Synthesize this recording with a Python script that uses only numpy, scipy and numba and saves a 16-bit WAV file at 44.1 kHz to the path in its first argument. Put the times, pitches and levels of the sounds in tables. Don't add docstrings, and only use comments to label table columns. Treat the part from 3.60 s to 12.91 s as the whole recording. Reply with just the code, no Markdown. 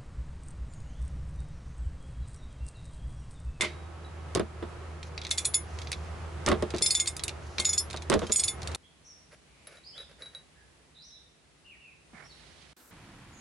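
import sys
import numpy as np
from scipy import signal
from scipy.fft import rfft, irfft
from scipy.io import wavfile
from scipy.ndimage import uniform_filter1d, minimum_filter1d
from numba import njit

SR = 44100
rng = np.random.default_rng(int(sys.argv[2]) if len(sys.argv) > 2 else 0)


def int16_out(signal):
    q = np.round(np.clip(np.atleast_2d(signal).T, -1, 1) * 32767)
    wavfile.write(sys.argv[1], SR, q.astype(np.int16))


N = 410571
TIME = np.arange(N) / SR
HIT = np.arange(SR // 2) / SR
HUM_END_S, DIP_START_S, DIP_END_S = 5.16, 9.133, 9.165

# time_s, level_db
UPPER_HUM_RIDE = [(0, -44), (1.55, -41.5), (1.82, -46), (2.2, -42), (3.05, -39), (3.35, -52), (4.35, -43),
                  (4.65, -42.5), (4.82, -59), (5.05, -39)]
LOWER_HUM_RIDE = [(0, -66), (1.0, -56), (1.65, -62), (2.2, -46), (3.1, -49), (3.45, -57), (3.8, -46),
                  (4.1, -52.5), (5.15, -52.5)]
DRONE_RIDE = [(0, -52.5), (1.9, -50.7), (3.15, -47.5), (3.4, -51), (4.5, -49), (4.8, -53.5), (5.12, -44.5)]
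# pitch_hz, level_db
DRONE_EQ = [(15, -65), (25, -8), (43, -7), (64, -2), (81, -4), (110, -7), (152, -11), (187, -16.5),
            (267, -24.5), (362, -17), (480, -20.5), (1300, -26), (2930, -36.5), (3870, -40.5),
            (11000, -49.5), (14300, -80), (22000, -120)]
DRONE_RESONANCES = [(352, -59.5), (760, -67), (1114, -70), (1285, -65)]

# pitch_hz, level_db, t60_s
SOCKET_MODES = [(355.4, -7, 0.22), (617, -10.5, 0.23), (1140, -15, .1), (2060, -2, 0.18), (2110, 13, 0.083),
                (2420, -27, 0.32), (2520, -6, 0.14), (3060, -7, 0.17), (3321, -16, 0.11),
                (3530, 8.5, 0.074), (3830, -29, 0.8), (4630, -21, 0.23), (5787, -24, 0.26),
                (7600, 4, 0.068)]
PANEL_MODES = [(106, -5, 0.077), (201.3, -3.5, 0.16), (228, -4, 0.17), (320, -2.5, 0.09), (357.2, 4, 0.12),
               (434.2, -3.5, 0.14), (496, 5.5, 0.04), (614, -2.5, 0.11), (1102, -9, 0.08),
               (1237, -12.5, 0.076)]
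# pitch_hz, level_db
CLANK_EQ = [(120, -49), (200, -41), (348, 4), (778, -39), (1090, -12), (1630, -14), (2130, 2), (2780, -10),
            (3580, -10), (11000, -30), (14300, -51), (22000, -120)]
CRACK_EQ = [(300, -38), (1500, -14), (2400, -2), (3100, -11.5), (3900, -1), (4600, -7.5), (5900, -4.5),
            (7000, -2), (9500, -3.5), (11000, -3.5), (15000, -4.5)]

# start_s, judder_s, body_db, rattle_db, snap_db
CLUNK_CUES = [(0.021, 0.0019, -22.5, -25.5, -12), (0.75, 0.012, -24.5, -39.5, -16),
              (0.772, 0.0051, -26.5, -40.5, -35), (0.796, 0.0066, -23, -38, -32.5),
              (1.025, 0.007, -33.5, -47, -62), (2.863, 0.016, -20.5, -28.5, -10.5),
              (2.879, 0.0018, -14, -20, -45), (2.887, 0.026, -16.5, -32, -11.5),
              (2.916, 0.0061, -16, -26.5, -29), (3.024, 0.0025, -23, -38.5, -31.5),
              (3.138, .011, -28.5, -42, -55), (3.21, 0.0025, -35.5, -46.5, -40),
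              (3.993, 0.0025, -37, -43, -42), (4.342, .003, -38, -42, -46), (4.4993, 0.0031, -21, -33, -16),
              (4.518, .016, -19.5, -25, -32), (4.54, 0.015, -17.5, -42, -19),
              (4.5923, 0.0034, -42, -46, -30.5), (4.618, 0.018, -31.5, -43, -48),
              (4.696, .003, -29.5, -43, -50)]
# pitch_hz, level_db
BODY_EQ = [(29, -35), (55, 1), (105, 2), (210, -10), (335, 2), (668, -3), (849, -23), (1040, -23.5),
           (1200, -28.5), (1560, -40), (2640, -120)]
RATTLE_EQ = [(500, -5), (850, 0.5), (1100, 5), (1400, 0), (1850, -3), (2600, -9), (3600, -7.5), (6000, -27),
             (11000, -30.5)]
SNAP_EQ = [(800, -13), (2500, -5), (4200, 5.5), (6000, 1.5), (8000, -2), (11000, -7), (16000, -7.5)]

# start_s, ring_db, scrape_db
KNOCK_CUES = [(0.4474, -56.5, -76), (6.0706, -59, -48.5), (6.171, -59.5, -67), (6.3794, -43.5, -51),
              (6.3994, -46, -62), (6.6218, -42.5, -51), (6.6588, -47, -53), (6.7493, -42, -53.5)]
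# pitch_hz, level_db, t60_s
BOLT_MODES = [(619, -35, 0.34), (3880, 2.5, 0.17), (3937, -2, 0.11), (10720, -13, 0.15)]
# start_s, length_s, level_db
SCRAPE_CUES = [(5.71, 0.044, -53.5), (6.103, 0.092, -54.5), (6.348, 0.094, -52.5), (6.481, 0.062, -60.5),
               (6.584, 0.062, -53.5), (6.732, 0.018, -58)]
# pitch_hz, level_db
THREAD_EQ = [(200, -28.5), (400, 1.5), (600, 10), (850, -12.5), (1400, 3), (2300, -0.5), (3000, -9.5),
             (3900, -9), (5000, -8.5), (9500, -23), (10800, -3.5), (12000, -53)]
CLICK_EQ = [(2500, -18), (5000, 6), (8000, -41), (10800, 27), (12000, 2)]

# start_s, level_db, treble_db
TICK_CUES = [(1.4295, -42.5, -61), (1.578, -35, -67), (1.616, -38, -74), (1.65, -36, -71),
             (1.6678, -39, -57), (2.1878, -41.5, -59), (2.2172, -40.5, -61), (2.272, -41.5, -80),
             (2.3176, -29.5, -39), (2.329, -32, -56), (3.1044, -39.5, -55), (3.146, -39.5, -64),
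             (3.459, -35.5, -36), (3.5663, -35, -31.5), (3.595, -37.5, -57), (3.6364, -28, -23),
             (3.6806, -30, -38), (3.693, -36.5, -58), (3.9827, -26, -57), (4.33, -40, -51),
             (4.372, -38.5, -62), (4.668, -40, -48), (5.074, -36, -44), (5.148, -30.5, -33.5)]
# start_s, length_s, level_db
WOBBLE_CUES = [(1.624, 0.076, -48), (3.154, .04, -44), (4.267, .16, -39.5), (4.983, .16, -43)]
# pitch_hz, level_db, t60_s
LOOSE_PART_MODES = [(2495, -16.5, 0.11), (3466, -4.5, 0.1), (3700, -0.5, 0.033), (4560, 4, 0.032),
                    (5820, -1.5, .03), (7110, -12.5, 0.036)]
HEAD_MODES = [(2127, -17.5, 0.26), (2450, -34, 0.15), (3503, -4.5, 0.1), (4426, -9.5, 0.069),
              (4530, -14.5, 0.066), (5180, -2.5, 0.089), (5800, -24, 0.16), (6880, 0, 0.098),
              (6870, 3.5, 0.052), (7016, 1.5, 0.042), (8060, -14.5, 0.073), (8400, -1, 0.071),
              (8868, -17, 0.125), (9300, -30, .12), (10330, -7.5, 0.14), (10980, -15.5, 0.15)]

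# start_s, length_s, level_db
RUB_CUES = [(1.437, 0.059, -56), (2.027, 0.47, -58), (2.38, 0.51, -77), (3.796, 0.38, -57),
            (4.556, 0.38, -51)]
# pitch_hz, level_db
RUB_EQ = [(1500, -25.5), (4000, -1.5), (6500, 0.5), (9000, -18), (11000, -6.5)]

# start_s, ring_db, tilt_db_per_octave, crack_db
PAWL_CUES = [(1.7118, -49.5, -12.5, -28.5), (1.7808, -41, -2.5, -30), (1.852, -39, 12.5, -32.5),
             (1.9423, -35.5, 1, -34), (3.2221, -31, -2, -34), (3.2616, -29.5, 3.5, -32.5),
             (3.3061, -31.5, 3.5, -32.5), (3.3505, -30.5, 0.5, -29.5), (3.3993, -35, 3, -32.5),
             (3.474, -40, 1.5, -34), (3.9995, -47, -5, -31), (4.052, -35, -1, -29),
             (4.0905, -38.5, -2, -42), (4.131, -38, 1, -37), (4.1789, -29.5, 10.5, -37),
             (4.7212, -32, 3.5, -32.5), (4.7594, -28.5, 9.5, -35), (4.795, -37, 5.5, -36.5),
             (4.836, -38, 5, -35), (4.8803, -35.5, 2, -35)]

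# time_s, level_db
AIR_RIDE = [(5.22, -68), (6.65, -65.5), (7.0, -67), (7.9, -69), (8.4, -67.5), (8.75, -62.5), (9.3, -66)]
# pitch_hz, level_db
AIR_EQ = [(15, -47), (25, -17), (38, -20), (59, 7.5), (118, -6), (152, 3.5), (178, -5), (353, -7),
          (1030, -14), (1670, -15.5), (1850, -14), (4630, -19.5), (5530, -21.5), (11000, -24), (14300, -70),
          (22000, -120)]

# start_s, length_s, start_hz, middle_hz, end_hz, level_db
BIRD_CUES = [(5.229, 0.05, 3130, 3320, 3320, -64.5), (5.442, 0.11, 5530, 5870, 5170, -55.5),
             (6.233, 0.093, 4020, 4980, 4650, -52), (6.328, 0.1, 2970, 3580, 3690, -54),
             (6.946, 0.11, 1665, 1700, 1650, -67), (7.344, 0.096, 3820, 3885, 4150, -55.5),
             (7.401, 0.13, 4230, 5750, 5060, -57), (7.503, 0.084, 3550, 3950, 3410, -55.5),
             (8.045, .115, 2840, 2760, 1926, -55), (8.2, 0.13, 2810, 2634, 2266, -56.5),
             (8.638, 0.046, 5470, 5690, 5650, -60), (8.686, 0.055, 4700, 4130, 3580, -57.5)]
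# pitch_hz, level_db
CHORUS_EQ = [(1500, -45), (2100, -1), (2450, 0), (3000, -8), (4200, -45)]

# start_s, length_s, stones_db, grit_db
SHUFFLE_CUES = [(8.524, 0.15, -53.5, -70), (8.67, 0.57, -66.5, -63)]
# pitch_hz, level_db
STONES_EQ = [(200, -5), (450, -5), (750, 0), (1100, -2.5), (2200, 2), (2700, -15), (9000, -28)]
GRIT_EQ = [(1000, -10), (3000, 3), (4200, 3.5), (6000, -4), (11000, -33)]
# pitch_hz, level_db, t60_s
BUMP_MODES = [(185, -5.5, 0.07), (237, -1, 0.077), (294, -8, .05), (750, -13.0, 0.051)]

# pitch_hz, level_db
HISS_EQ = [(120, -3), (260, 17), (700, 7.5), (1400, 11), (3000, -3), (8000, 3.5), (10500, 1), (12500, 4),
           (15500, -4)]


def undb(db):
    return 10 ** (np.asarray(db) / 20)


def unit(x):
    return x / np.sqrt(np.mean(x ** 2))


def ride(points):
    return np.interp(TIME, *np.transpose(points))


def add(track, start_s, sound, pan_db=0):
    i = max(int(start_s * SR), 0)
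    pan = undb(np.array([[pan_db], [-pan_db]]) / 2)
    track[:, i:i + sound.shape[-1]] += (sound * pan)[:, :N - i]


def noise(eq, size, width):
    hz, db = np.transpose(eq)
    f = np.maximum(np.fft.rfftfreq(size, 1 / SR), 1)
    gain = undb(np.interp(np.log(f), np.log(hz), db)) / np.sqrt(1 + (hz[0] / 2 / f) ** 4)
    apart = f / (f + 150)
    mid, side = irfft(rfft(rng.standard_normal((2, size))) * [gain, gain * apart], size)
    return unit(np.array([mid + width * side, mid - width * side]))


def fade(t60):
    return np.exp(-np.log(1000) * HIT / max(t60, 1e-3))


def burst(eq, t60, tail_db, tail_t60, width):
    return noise(eq, len(HIT), width) * (fade(t60) + undb(tail_db) * fade(tail_t60))


def ring(modes, gain_db, detune, spread, vary_db=2):
    hz, db, t60 = np.transpose(modes)
    weight, shift, lag, lean = rng.standard_normal((4, len(hz)))
    poles = 2j * np.pi * hz * (1 + detune * shift) / SR - np.log(1000) / t60 / SR
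    strike = undb(db + gain_db + vary_db * weight) * np.exp(2j * np.pi * rng.random(len(hz)))
    ears = np.exp(np.array([[1], [-1]]) * spread * (1j * lag + lean / 2))
    return ((strike * ears) @ np.exp(np.outer(poles, np.arange(len(HIT))))).imag


def drift(rate_hz):
    hold = max(int(SR / rate_hz), 2)
    steps = np.repeat(rng.standard_normal(N // hold + 1), hold)
    return unit(uniform_filter1d(uniform_filter1d(steps, hold), hold)[:N])


def grainy(eq, width, depth_db, rate_hz):
    return noise(eq, N, width) * unit(undb(depth_db * drift(rate_hz)))


def swell(start_s, length_s):
    return np.sin(np.pi * np.clip((TIME - start_s) / length_s, 0, 1)).clip(0) ** .5


def motor_tone(hz, levels, octave_db, wander=0.0038):
    phase = 2 * np.pi * np.cumsum(hz * (1 + wander * drift(6))) / SR
    level = np.sqrt(2) * undb(ride(levels) + 0.7 * drift(17))
    return level * (np.sin(phase) + undb(octave_db) * np.sin(2 * phase))


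def motor():
    out = np.zeros((2, N))
    upper = motor_tone(hz=79.6, levels=UPPER_HUM_RIDE, octave_db=-14.5)
    lower = motor_tone(hz=71.4, levels=LOWER_HUM_RIDE, octave_db=-13)
    low_cut = signal.butter(1, 170, "high", fs=SR, output="sos")
    bed = unit(signal.sosfilt(low_cut, noise(DRONE_EQ, N, width=0.75)))
    drone = bed * undb(ride(DRONE_RIDE) + 5.5 + .8 * drift(9))
    for hz, db in DRONE_RESONANCES:
        flutter = drift(70) + 1j * drift(70)
        drone += undb(db) * (flutter * np.exp(2j * np.pi * hz * TIME)).real
    add(out, 0, upper + lower + drone, pan_db=-1.2)
    return out


def socket_clank():
    out = np.zeros((2, N))
    clank = undb(-16) * burst(CLANK_EQ, t60=0.11, tail_db=-12.5, tail_t60=0.27, width=0.47)
    edge = undb(-13) * burst(CRACK_EQ, t60=0.068, tail_db=-12, tail_t60=0.084, width=0.19)
    steel = ring(SOCKET_MODES, gain_db=-22, detune=0.00074, spread=0.33, vary_db=1)
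    panels = ring(PANEL_MODES, gain_db=-41, detune=0.01, spread=0.26)
    add(out, .009, clank + edge + steel + panels, pan_db=-2.5)
    return out


def load_clunks(slips=4, gap_s=.0095, scatter=.25):
    out = np.zeros((2, N))
    for start_s, judder_s, body_db, rattle_db, snap_db in CLUNK_CUES:
        gaps = gap_s * np.exp(scatter * rng.standard_normal(slips))
        panels = ring(PANEL_MODES, gain_db=-8, detune=0.012, spread=0.5)
        for delay_s in np.cumsum(gaps) - gaps[0]:
            is_repeat = delay_s > 0
            force = np.exp(-(delay_s / judder_s) ** 2 / 2) * undb(0.5 * is_repeat)
            body = burst(BODY_EQ, t60=0.063, tail_db=-18.5, tail_t60=0.22, width=0.77)
            thud = undb(body_db + 2.5) * (body + panels) * (1 - fade(0.015))
            rattle = burst(RATTLE_EQ, t60=0.079, tail_db=-10.5, tail_t60=0.094, width=0.22)
            snap = burst(SNAP_EQ, t60=0.0044, tail_db=-14, tail_t60=0.055, width=0.56)
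            snap *= undb(snap_db + 3 - 20 * is_repeat)
            add(out, start_s + delay_s, force * (thud + snap), pan_db=-1.5)
            add(out, start_s + delay_s, force * undb(rattle_db + 4.5) * rattle, pan_db=-3.5)
    return out


def bolt():
    out = np.zeros((2, N))
    for start_s, ring_db, scrape_db in KNOCK_CUES:
        add(out, start_s, ring(BOLT_MODES, ring_db + 1.5, detune=0.0021, spread=0.19), pan_db=-0.5)
        scuff = burst(THREAD_EQ, t60=0.02, tail_db=0.5, tail_t60=0.25, width=0.36)
        add(out, start_s, undb(scrape_db - 2.5) * scuff, pan_db=-1)
    click = burst(CLICK_EQ, t60=.035, tail_db=-26, tail_t60=.1, width=0.19)
    add(out, 6.071, undb(-37) * click, pan_db=-2)
    grains = grainy(THREAD_EQ, width=0.31, depth_db=2.3, rate_hz=350)
    strokes = sum(undb(db) * swell(start_s, length_s) for start_s, length_s, db in SCRAPE_CUES)
    add(out, 0, grains * strokes, pan_db=-1.5)
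    return out


def tick(db, treble_db):
    eq = [(hz, band_db + np.interp(hz, [5000, 8000], [db, treble_db + 2])) for hz, band_db in CRACK_EQ]
    tap = burst(eq, t60=0.0079, tail_db=-5.5, tail_t60=0.073, width=0.45)
    parts = ring(LOOSE_PART_MODES, db - 5, detune=0.0745, spread=0.27)
    head = ring(HEAD_MODES, treble_db - 26, detune=0.0019, spread=0.23)
    return undb(max(db, treble_db) + 3.5) * tap + parts + head


def socket_ticks(per_wobble=4, vary_db=3, pan_db=-1.9):
    out = np.zeros((2, N))
    for start_s, db, treble_db in TICK_CUES:
        add(out, start_s, tick(db, treble_db), pan_db)
    for start_s, length_s, db in WOBBLE_CUES:
        for k in range(per_wobble):
            tick_db = db + vary_db * rng.standard_normal()
            tick_s = start_s + length_s * (k + rng.random()) / per_wobble
            add(out, tick_s, tick(tick_db, treble_db=tick_db - 12), pan_db)
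    return out


def hand_rub():
    strokes = sum(undb(db) * swell(start_s, length_s) for start_s, length_s, db in RUB_CUES)
    return grainy(RUB_EQ, width=.4, depth_db=1.5, rate_hz=90) * strokes


def pawl_clinks(pivot_hz=6400, pan_db=-1):
    out = np.zeros((2, N))
    octaves = np.log2(np.array(HEAD_MODES)[:, 0] / pivot_hz)
    next_starts = [cue[0] for cue in PAWL_CUES[1:]] + [TIME[-1]]
    for (start_s, ring_db, tilt, crack_db), next_s in zip(PAWL_CUES, next_starts):
        head = ring(HEAD_MODES, ring_db + 11.5 + tilt * octaves, detune=0.0017, spread=0.34, vary_db=5)
        head *= 1 - fade(0.013)
        head *= np.exp(-np.maximum(HIT - (next_s - start_s), 0) / .006)
        crack = undb(crack_db + 3) * burst(CRACK_EQ, t60=0.057, tail_db=-6, tail_t60=0.18, width=0.51)
        parts = ring(LOOSE_PART_MODES, crack_db + 4, detune=0.057, spread=0.26)
        add(out, start_s, head + crack + parts, pan_db)
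        slip = burst(CRACK_EQ, t60=0.048, tail_db=-8.5, tail_t60=0.036, width=.3)
        add(out, start_s - .0045, undb(crack_db - 0.5) * slip, pan_db)
        chatter_s = start_s + rng.uniform(0.0065, 0.027)
        chatter = burst(CRACK_EQ, t60=0.011, tail_db=-26.5, tail_t60=.04, width=0.37)
        add(out, chatter_s, undb(crack_db - 2) * chatter, pan_db)
    return out


def air():
    out = np.zeros((2, N))
    level_db = ride(AIR_RIDE) + 7 + .5 * drift(6) - 9 * (TIME > DIP_END_S)
    add(out, 0, noise(AIR_EQ, N, width=0.94) * undb(level_db), pan_db=-0.5)
    return out


def birds(warble_depth=.038):
    song, warble = np.zeros((2, N)), drift(450)
    for start_s, length_s, start_hz, middle_hz, end_hz, db in BIRD_CUES:
        progress = np.linspace(0, 1, int(length_s * SR))
        glide = np.polyval(np.polyfit([0, .5, 1], [start_hz, middle_hz, end_hz], 2), progress)
        hz = glide * (1 + warble_depth * warble[int(start_s * SR):][:len(progress)])
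        envelope = undb(db) * np.sin(np.pi * progress).clip(0) ** .5
        add(song, start_s, envelope * np.sin(2 * np.pi * np.cumsum(hz) / SR), pan_db=-2)
    echoes = rng.standard_normal((2, len(HIT))) * fade(0.6)
    reverb = signal.fftconvolve(song, echoes / np.linalg.norm(echoes[0]), axes=1)[:, :N]
    chorus = undb(-67) * noise(CHORUS_EQ, N, width=.7) * swell(start_s=5.85, length_s=0.48)
    return chorus + undb(2) * song + undb(4.5) * reverb


def gravel():
    out = np.zeros((2, N))
    stones = grainy(STONES_EQ, width=0.5, depth_db=2.3, rate_hz=250)
    grit = grainy(GRIT_EQ, width=0.55, depth_db=1.7, rate_hz=100)
    for start_s, length_s, stones_db, grit_db in SHUFFLE_CUES:
        crunch = undb(stones_db) * stones + undb(grit_db) * grit
        add(out, 0, crunch * swell(start_s, length_s), pan_db=-11.5)
    add(out, 8.533, ring(BUMP_MODES, gain_db=-37.5, detune=0.0091, spread=0.13), pan_db=-1)
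    return out


def hiss():
    return undb(-58) * noise(HISS_EQ, N, width=0.68) * (TIME > DIP_END_S)


def scene(edge_hz=11080, dip_db=-26):
    working = TIME < HUM_END_S
    blows = (socket_ticks() + load_clunks()) * working
    outdoors = air()
    work = pawl_clinks() + socket_clank() + hand_rub() + motor()
    mix = np.where(working, work, outdoors) + blows + bolt() + gravel() + birds()
    dull = signal.sosfilt(signal.ellip(10, .3, 60, edge_hz, fs=SR, output="sos"), mix)
    bite = signal.sosfilt(signal.butter(6, edge_hz, "high", fs=SR, output="sos"), blows)
    gate = np.minimum(uniform_filter1d(np.abs(bite), size=128) / undb(-38), 1) ** 3
    dip = uniform_filter1d(1. * ((TIME > DIP_START_S) & (TIME < DIP_END_S)), size=128)
    return (dull + undb(-23) * bite * gate + hiss()) * undb(dip_db * dip)


@njit
def follow(x, attack, release):
    out, envelope = np.empty(len(x)), 0.
    for i in range(len(x)):
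        envelope += (x[i] - envelope) * (attack if x[i] > envelope else release)
        out[i] = envelope
    return out


def record(dry, threshold_db=-12.3, attack_s=.0006, release_s=.012, top_hz=16000):
    peaks = -minimum_filter1d(-np.abs(dry).max(axis=0), size=64)
    envelope = follow(peaks, 1 / (attack_s * SR), 1 / (release_s * SR))
    limited = dry / np.maximum(envelope / undb(threshold_db), 1)
    return signal.sosfilt(signal.ellip(8, .3, 70, top_hz, fs=SR, output="sos"), limited)


dry = scene()
out = record(dry)
int16_out(out)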